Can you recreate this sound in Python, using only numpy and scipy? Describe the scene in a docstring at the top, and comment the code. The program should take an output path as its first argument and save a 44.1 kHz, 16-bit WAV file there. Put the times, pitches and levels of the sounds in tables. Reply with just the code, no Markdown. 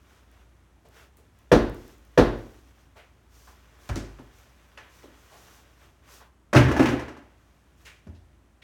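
"""A plastic tray is knocked twice on the rim of a big wooden compost bin, beside hard walls that ring on.
The wood booms and the plastic cracks. Soil slides out as a rustle of tiny impacts, with a few crumbs
landing near the microphone. The tray bumps the rim, is carried off and is dropped on other trays, where
its panels, rim and floor clatter and it rocks to rest. Small scuffs and bumps of handling follow;
still air and a faint low hum lie under it all."""
import sys
import numpy as np
from scipy import signal
from scipy.fft import rfft, irfft
from scipy.io import wavfile

SR = 44100
rng = np.random.default_rng(int(sys.argv[2]) if len(sys.argv) > 2 else 0)


def int16_out(signal):
    """Quantize to a 16-bit WAV file."""
    q = np.round(np.clip(np.atleast_2d(signal).T, -1, 1) * 32767)
    wavfile.write(sys.argv[1], SR, q.astype(np.int16))


N = 380918
TIME = np.arange(N) / SR
AGE = TIME[:SR]   # seconds since a blow

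# spectrum of the tray's hard edges: (frequency [Hz], relative density [dB])
EDGE_SPECTRUM = [(1500, -16.5), (3500, -6.5), (5800, 1.5), (7500, -7), (10000, -12), (12000, -14),
                 (17000, -26)]


def from_db(db):
    """Decibels to gain."""
    return 10 ** (np.asarray(db) / 20)


def unit_rms(x):
    """Scale to an rms of 1."""
    return x / np.sqrt(np.mean(x ** 2) + 1e-20)


def decay(t60):
    """Envelope that falls 60 dB in t60 seconds."""
    return np.exp(-np.log(1000) * AGE / t60)


def rise(swell):
    """Envelope that climbs to 1 in swell seconds."""
    return np.minimum(AGE / swell, 1)


def add(track, s, sound):
    """Mix a sound into the track at s seconds."""
    start = int(s * SR)
    track[start:start + len(sound)] += sound[:len(track) - start]


def drift(per_s):
    """A wandering curve through per_s random values a second, each with a spread of 1."""
    knots = rng.standard_normal(2000)
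    return np.interp(TIME * per_s, np.arange(len(knots)), knots)


def coloured(x, spectrum, size=4096):
    """Causal (minimum-phase) filter with this spectrum's shape; white noise keeps its power."""
    hz, db = np.transpose(spectrum)
    grid_hz = np.fft.rfftfreq(size, 1 / SR) + 1
    gain = unit_rms(from_db(np.interp(np.log(grid_hz), np.log(hz), db)))
    cepstrum = irfft(np.log(gain))
    cepstrum[1:size // 2] *= 2
    cepstrum[size // 2 + 1:] = 0
    return signal.fftconvolve(x, irfft(np.exp(rfft(cepstrum))))[:len(x)]


def hump_db(hz, centre_hz, octaves, depth_db):
    """The place and hardness of a touch favour one pitch: 0 dB there, down to -depth_db far from it."""
    return depth_db * (np.exp(-.5 * (np.log2(hz / centre_hz) / octaves) ** 2) - 1)


def humped(spectrum, centre_hz, octaves, depth_db):
    """A spectrum with a hump around centre_hz."""
    hz = np.geomspace(100, SR / 2, 60)
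    points_hz, db = np.transpose(spectrum)
    plain_db = np.interp(np.log(hz), np.log(points_hz), db)
    return np.c_[hz, plain_db + hump_db(hz, centre_hz, octaves, depth_db)]


def mode(hz, db, t60, swell):
    """One resonance: a sine that builds up for swell seconds and dies away."""
    return from_db(db) * np.sin(2 * np.pi * hz * AGE) * decay(t60) * rise(swell)


def ringing(modes, strengths_db, swell):
    """Blows on one set of modes; strengths_db has a row for each blow and a column for each mode."""
    rings = np.array([(-1) ** k * mode(*row, swell) for k, row in enumerate(modes)])
    return from_db(strengths_db) @ rings


def burst(own_t60, room_db, room_t60, swell, spiky_db):
    """Crowded modes as noise: an uneven quick ring of the object, then a smooth tail between the walls."""
    near, far, lumps = rng.standard_normal((3, len(AGE)))
    own = unit_rms(near * from_db(spiky_db * np.clip(lumps, -2, 2))) * decay(own_t60)
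    room = from_db(room_db) * far * decay(room_t60) * rise(0.019)
    return (own + room) * rise(swell)


def reflected(x):
    """Nearby boards send delayed copies to the microphone, which comb the sound; its power is kept."""
    # early reflections: (delay [s], level against the direct sound [dB])
    reflections = [(.0021, -21.5), (.0047, -20), (.0069, -16.5)]
    out = x.copy()
    for delay, db in reflections:
        add(out, delay, from_db(db) * x)
    return out / np.sqrt(1 + sum(from_db(db) ** 2 for _, db in reflections))


def background(hum_hz=58.6, hum_db=-61, air_db=-61.5):
    """The ambience of the place: still air and a low hum that wavers in pitch and level."""
    # still air: (frequency [Hz], relative density [dB])
    air_spectrum = [(15, -40.5), (25, -12), (48, -11), (74, 2), (174, -9.5), (334, -10.5), (464, -19),
                    (593, -17.5), (1380, -22.5), (4840, -38), (5860, -36), (8830, -37.5), (15700, -48),
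                    (17000, -50.5)]
    phase = 2 * np.pi * np.cumsum(hum_hz + 2 * drift(9)) / SR
    hum = from_db(hum_db + 2.6 * drift(6)) * np.sqrt(2) * np.sin(phase)
    return hum + from_db(air_db) * coloured(rng.standard_normal(N), air_spectrum)


def grains(spectrum, per_s, size_db, wash_db):
    """Crumbs of random size tick at random, in a wash of noise that stands for their echoes; rms 1."""
    sizes = from_db(size_db * np.minimum(rng.exponential(1, N), 5)) * rng.choice([-1, 1], N)
    ticks = unit_rms(sizes * (rng.random(N) < per_s / SR))
    wash = from_db(wash_db) * rng.standard_normal(N)
    return unit_rms(coloured(ticks + wash, spectrum))


def soil_flow(attack_s=0.074, release_s=0.095, rubbing_grit_db=-7.5):
    """Gains of rustle and grit: each slide gathers, holds and runs out, on top of steady rubbing."""
    # faint rubbing of the carried tray: (time [s], level [dB])
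    rubbing = [(0, -67.5), (.75, -73), (2.0, -69), (3.2, -71), (3.6, -63), (4.7, -63.5), (5.5, -59),
               (5.9, -68), (6.45, -80), (7.5, -68.5), (8.64, -77.5)]
    # soil slides as the tray tips: (time of full flow [s], hold [s], rustle level [dB], grit level [dB])
    slides = [(.10, 0.078, -64, -70.5), (.33, 0.088, -65.5, -75), (.97, 0.041, -55.5, -63),
              (1.39, 0.029, -70.5, -77), (1.76, 0.16, -61.5, -64), (2.02, 0.26, -68.5, -74),
              (2.38, .2, -65.5, -67), (2.68, 0.0042, -65, -69.5), (2.79, 0.022, -66, -71),
              (3.36, .14, -67, -62.5), (3.84, 0.11, -60.5, -62), (4.37, 0.057, -66, -66),
              (4.95, 0.05, -66, -63.5), (5.19, 0.21, -70.5, -68), (5.37, 0.2, -66, -61.5),
              (5.82, 0.027, -60.5, -67.5), (6.08, 0.13, -57.5, -67.5), (6.135, 0.012, -61, -54.5),
              (7.82, .05, -67.5, -68.5)]
    rubbing_db = np.interp(TIME, *np.transpose(rubbing))
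    power = from_db([rubbing_db, rubbing_db + rubbing_grit_db]) ** 2
    for s, hold, rustle_db, grit_db in slides:
        shape = np.interp(TIME, [s - attack_s, s, s + hold, s + hold + release_s], [0, 1, 1, 0])
        power += (from_db([[rustle_db], [grit_db]]) * shape) ** 2
    return np.sqrt(power)


def soil():
    """Soil rubs and slides over plastic: a coarse rustle, the hiss of fine grit and single crumbs."""
    # coarse soil and fine grit: (frequency [Hz], relative density [dB])
    rustle_spectrum = [(150, -13), (350, -0.5), (700, -0.5), (930, -3), (1130, 2), (1330, -1.5),
                       (1600, -0.5), (2000, -3.5), (3500, -7.5), (6000, -28), (12000, -36)]
    grit_spectrum = [(1500, -15), (3500, -5), (6000, 2), (8000, -4), (10500, -7.5), (13000, -5.5),
                     (17000, -10.5)]
    # crumbs landing near the microphone: (time [s], relative level [dB])
    crumbs = [(0.3147, -59), (0.8869, -55), (1.1701, -48.5), (1.3882, -55), (1.697, -52.5), (1.7454, -52),
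              (1.8795, -52.5), (1.982, -53), (2.05, -54.5), (2.387, -54)]
    coarse, fine = soil_flow()
    flicker = from_db(0.71 * drift(40))
    rustle = coarse * flicker * grains(rustle_spectrum, per_s=760, size_db=3, wash_db=3)
    grit = fine * grains(grit_spectrum, per_s=2000, size_db=3, wash_db=4.5)
    out = reflected(rustle + grit)
    treble = signal.butter(2, 4500, "high", fs=SR, output="sos")
    for s, db in crumbs:
        tick = burst(own_t60=0.01, room_db=-19.5, room_t60=.2, swell=0.00016, spiky_db=17)
        add(out, s, from_db(db + 2) * signal.sosfilt(treble, tick))
    return out


def scuffs():
    """A short drag of plastic is a run of tiny slips that swells and dies away between the walls."""
    # drags: (time [s], relative level [dB], favoured pitch [Hz], swell [s])
    drags = [(.848, -56.5, 496, 0.007), (0.939, -59.5, 1517, 0.026), (1.169, -68, 10000, .001),
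             (1.18, -61.5, 399, 0.0052), (2.953, -49.5, 640, 0.02), (2.958, -49.5, 2080, 0.036),
             (3.47, -54, 1094, 0.0048), (3.958, -44.5, 6000, 0.0045), (5.025, -53.5, 370, 0.0075),
             (5.305, -46.5, 724, 0.03), (6.203, -54, 1004, 0.0047), (6.856, -38, 2630, 0.007),
             (7.848, -44.5, 2300, 0.0245), (7.85, -55, 6650, 0.0048), (8.141, -67.5, 4440, 0.011),
             (8.617, -52.5, 2640, 0.008)]
    # slipping plastic: (frequency [Hz], relative density [dB])
    slip_spectrum = [(150, -18), (400, 7), (3000, 0.5), (6000, -5.5), (10000, -11.5), (17000, -14.5)]
    out = np.zeros(N)
    for s, db, hz, swell in drags:
        slips = burst(own_t60=0.201, room_db=-5, room_t60=0.48, swell=swell, spiky_db=-1)
        spectrum = humped(slip_spectrum, hz, octaves=0.65, depth_db=14.5)
        add(out, s, from_db(db + 2.5) * coloured(slips, spectrum))
    return reflected(out)


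def bin_bumps():
    """A soft push only sets the low modes of the bin's wall going."""
    # pushes: (time [s], level [dB], favoured pitch [Hz], spread [octaves])
    pushes = [(3.891, -24, 74.4, 0.81), (3.96, -33, 200, 1.06), (8.062, -41, 196, 0.52),
              (8.074, -29.5, 79.5, 0.24)]
    # the bin's wall swaying: (frequency [Hz], relative level [dB], t60 [s])
    wall_modes = [(49.9, 0.5, 0.94), (66.3, 1.5, 0.16), (83.7, -6, 0.48), (105.4, 0, 0.51),
                  (135.7, -1.5, 0.66), (179.5, -5.5, 0.26), (215, -1.5, 0.37)]
    mode_hz = np.array(wall_modes)[:, 0]
    out = np.zeros(N)
    for s, db, hz, octaves in pushes:
        strengths_db = db + hump_db(mode_hz, hz, octaves, depth_db=23)
        add(out, s, ringing(wall_modes, strengths_db, swell=0.0075))
    return out


def snap():
    """Hard plastic meets a hard edge: a crack of a few milliseconds with a faint tail."""
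    return burst(own_t60=.007, room_db=-28, room_t60=.2, swell=.0003, spiky_db=2)


def corner_snaps():
    """A corner of the tray cracks sharply as it hits."""
    # corner hits: (time [s], level [dB])
    corner_hits = [(3.8908, -32.5), (3.958, -25.5), (6.562, -29), (6.7955, -34), (6.858, -43.5)]
    out = np.zeros(N)
    for s, db in corner_hits:
        add(out, s, from_db(db) * snap())
    return coloured(out, EDGE_SPECTRUM)


def tray_touches(rock_start_s=6.992, rock_gap_s=.087, rock_loss_db=7, rock_hz=880):
    """All touches of the tray; after the drop it rocks to rest in three even, ever weaker ones."""
    # tray on bin or other trays: (time [s], panel level [dB], rim level [dB], clack pitch [Hz])
    contacts = [(1.936, -65, -70, 2010), (3.891, -37, -34.5, 940), (3.958, -32.5, -41.5, 2600),
                (4.186, -48, -51, 600), (4.774, -59, -43, 3070), (5.037, -50, -58, 513),
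                (6.529, -19, -23, 950), (6.546, -17.5, -20.5, 1320), (6.558, -16.5, -17.5, 1680),
                (6.563, -24, -19, 2420), (6.592, -21.5, -43, 1200), (6.682, -23.5, -32.5, 1500),
                (6.711, -22.5, -28.5, 1170), (6.763, -25, -27, 850), (6.793, -15, -24, 1100),
                (6.822, -40, -26.5, 1170), (6.855, -23, -26, 2500), (6.885, -30.5, -28.5, 1340),
                (6.922, -27, -41, 1260), (8.067, -50, -55.5, 596)]
    rocking = []
    for k in range(3):
        db = -36 - k * rock_loss_db
        rocking.append((rock_start_s + k * rock_gap_s, db, db, rock_hz))
    return np.array(contacts + rocking)


def floor_booms():
    """The tray comes down flat and its floor booms."""
    # flat landings: (time [s], level [dB])
    landings = [(4.185, -50.5), (6.548, -30), (6.557, -8), (6.623, -13.5), (6.682, -18), (6.793, -23),
                (6.885, -23)]
    # the tray's floor: (frequency [Hz], relative level [dB], t60 [s])
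    floor_modes = [(54.2, -15.5, .6), (73.2, -12, 0.72), (106.9, 6.5, 0.1), (125.6, 1.5, 0.49)]
    boom = sum(mode(*row, swell=0.013) for row in floor_modes)
    out = np.zeros(N)
    for s, db in landings:
        add(out, s, from_db(db) * boom)
    return out


def tray_clatter():
    """Each touch rings the tray's side panels, clacks its stiff rim and clicks its edges."""
    # distinct resonances of panels and rim: (frequency [Hz], relative level [dB], t60 [s])
    panel_modes = [(264.6, 2.5, 0.24), (286, -10, 0.29), (322, -16, 0.21), (381.7, -10, 0.68),
                   (413, -12, .3), (512, -9.5, 0.45), (590, -8, 0.29)]
    rim_modes = [(722, -17.5, 0.21), (867, -14, 0.24), (1120, -5.5, 0.079), (1360, -18.5, .25),
                 (1600, -13, 0.36), (1716, -9.5, 0.37), (2000, -19.5, 0.41), (1996, -17, 0.23),
                 (2109, -21, 0.33), (2550, -13.5, 0.14), (2660, -24.5, .25)]
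    # their crowded modes: (frequency [Hz], relative density [dB])
    panel_spectrum = [(130, -22.5), (190, -6), (250, 4), (340, 4), (480, -8), (680, -9.5), (1000, -17.5),
                      (2500, -53)]
    rim_spectrum = [(250, -13.5), (550, 7.5), (800, 3), (1400, 2), (2100, -1), (2700, -4), (3500, -9.5),
                    (5500, -20.5), (9000, -34), (16000, -49)]
    touches = tray_touches()
    panel_strengths_db = rng.normal(-4, 1.6, (len(touches), len(panel_modes)))
    panel_rings = ringing(panel_modes, panel_strengths_db, swell=0.0017)
    rim_strengths_db = hump_db(np.array(rim_modes)[:, 0], touches[:, -1:], octaves=0.97, depth_db=7)
    rim_rings = ringing(rim_modes, rng.normal(rim_strengths_db, 2.5), swell=.002)
    out, panels, edges = np.zeros((3, N))
    for (s, panel_db, rim_db, clack_hz), panel_ring, rim_ring in zip(touches, panel_rings, rim_rings):
        clack = burst(own_t60=0.11, room_db=-8, room_t60=.6, swell=0.002, spiky_db=9)
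        rattle = burst(own_t60=0.34, room_db=-4, room_t60=0.51, swell=0.0033, spiky_db=6)
        click = burst(own_t60=0.11, room_db=-8, room_t60=0.37, swell=0.0052, spiky_db=13)
        clack_spectrum = humped(rim_spectrum, clack_hz, octaves=1, depth_db=7)
        rim = rim_ring + from_db(2) * reflected(coloured(clack, clack_spectrum))
        add(out, s, from_db(panel_db) * panel_ring + from_db(rim_db) * rim)
        add(panels, s, from_db(panel_db - 1.5) * rattle)
        add(edges, s, from_db(rim_db - 11.5) * click)
    return out + coloured(panels, panel_spectrum) + reflected(coloured(edges, EDGE_SPECTRUM))


def wood_boom():
    """One blow on the bin's rim: the wood rings, and the thud of its boards comes back off the walls."""
    # bin and tray ringing together: (frequency [Hz], level [dB], t60 [s], swell [s])
    bin_modes = [(46, -17.5, 0.55, 0.1), (59.2, -22.5, .5, 0.0098), (111.8, -25.5, 0.58, 0.008),
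                 (126.9, -25.5, 0.34, 0.0044), (172.5, -12, 0.21, 0.016), (231.4, -17.5, 0.46, 0.05),
                 (287.3, -22.5, 0.46, 0.0023), (309.3, -16.5, 0.32, 0.014), (351, -19, 0.51, 0.018),
                 (394, -18, 0.069, 0.012), (420.5, -18, .25, 0.016), (485, -19.5, 0.34, 0.018),
                 (487.7, -6.5, 0.18, 0.002583), (506, -24, .35, 0.0071), (564, -23.5, 0.3, .02),
                 (649, -23.5, 0.4, .005), (721, -32, 0.24, 0.0046), (840, -20.5, 0.083, 0.00405),
                 (882, -31.5, 0.27, 0.0036), (1031, -24.5, .28, 0.0023), (1108, -33.5, 0.16, 0.0056)]
    # crowded higher modes of the wood: (frequency [Hz], relative density [dB])
    wood_spectrum = [(100, -15.5), (250, 1), (550, 5), (800, 0.5), (1200, -3.5), (1700, -3.5),
                     (2300, -12.5), (4000, -16.5), (8000, -37), (16000, -46)]
    # the thud's paths to the microphone: (delay [s], relative level [dB])
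    thud_paths = [(.0055, -12), (0.022, -1.5), (0.0493, -4.5)]
    wood = sum((-1) ** k * mode(*row) for k, row in enumerate(bin_modes))
    crowded = burst(own_t60=0.1905, room_db=-5, room_t60=0.48, swell=0.0022, spiky_db=4.5)
    wood += from_db(-15) * reflected(coloured(crowded, wood_spectrum))
    for delay, db in thud_paths:
        add(wood, delay, mode(hz=303, db=db + 4.5, t60=.009, swell=.0005))
    return wood


def bin_knocks(crack_delay_s=0.006):
    """The tray hits the same spot each time: the wood booms, the plastic buzzes and then cracks."""
    # tray struck on the bin: (time [s], wood level [dB], relative plastic level [dB])
    blows = [(1.5154, 1, -1.5), (2.175, 0.5, -5)]
    # the plastic's crack, and the boom as the walls return it: (frequency [Hz], relative density [dB])
    crack_spectrum = [(900, -24), (2200, -3.5), (3500, -6.5), (5800, -1.5), (7500, -13.5), (10000, -14.5),
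                      (12000, -20), (17000, -29)]
    tail_spectrum = [(40, -9.5), (120, -1), (185, -7), (280, 4), (480, -4.5), (700, -13), (1200, -23.5),
                     (2500, -60)]
    boom = wood_boom()
    wood, plastic, tails = np.zeros((3, N))
    for s, wood_db, plastic_db in blows:
        buzz = reflected(burst(own_t60=.17, room_db=-12, room_t60=.42, swell=.007, spiky_db=9))
        tail = rng.standard_normal(len(AGE)) * decay(t60=0.6) * rise(0.042)
        add(wood, s, from_db(wood_db) * boom)
        add(tails, s, from_db(wood_db - 18.5) * tail)
        add(plastic, s, from_db(plastic_db - 27) * buzz)
        add(plastic, s + crack_delay_s, from_db(plastic_db - 23.5) * snap())
    return wood + coloured(plastic, crack_spectrum) + coloured(tails, tail_spectrum)


def scene():
    """All sources at one microphone by the bin."""
    impacts = bin_knocks() + bin_bumps() + floor_booms() + tray_clatter() + corner_snaps()
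    return (impacts + scuffs() + soil() + background())[None]


def record(dry):
    """The microphone drops the deepest bass, overloads at full scale and cuts the top."""
    low_cut = signal.butter(3, 35, "high", fs=SR, output="sos")
    high_cut = signal.ellip(10, .1, 80, 17300, fs=SR, output="sos")
    clipped = np.clip(signal.sosfilt(low_cut, dry), -1, 1)
    return signal.sosfilt(high_cut, clipped)


dry = scene()
out = record(dry)
int16_out(out)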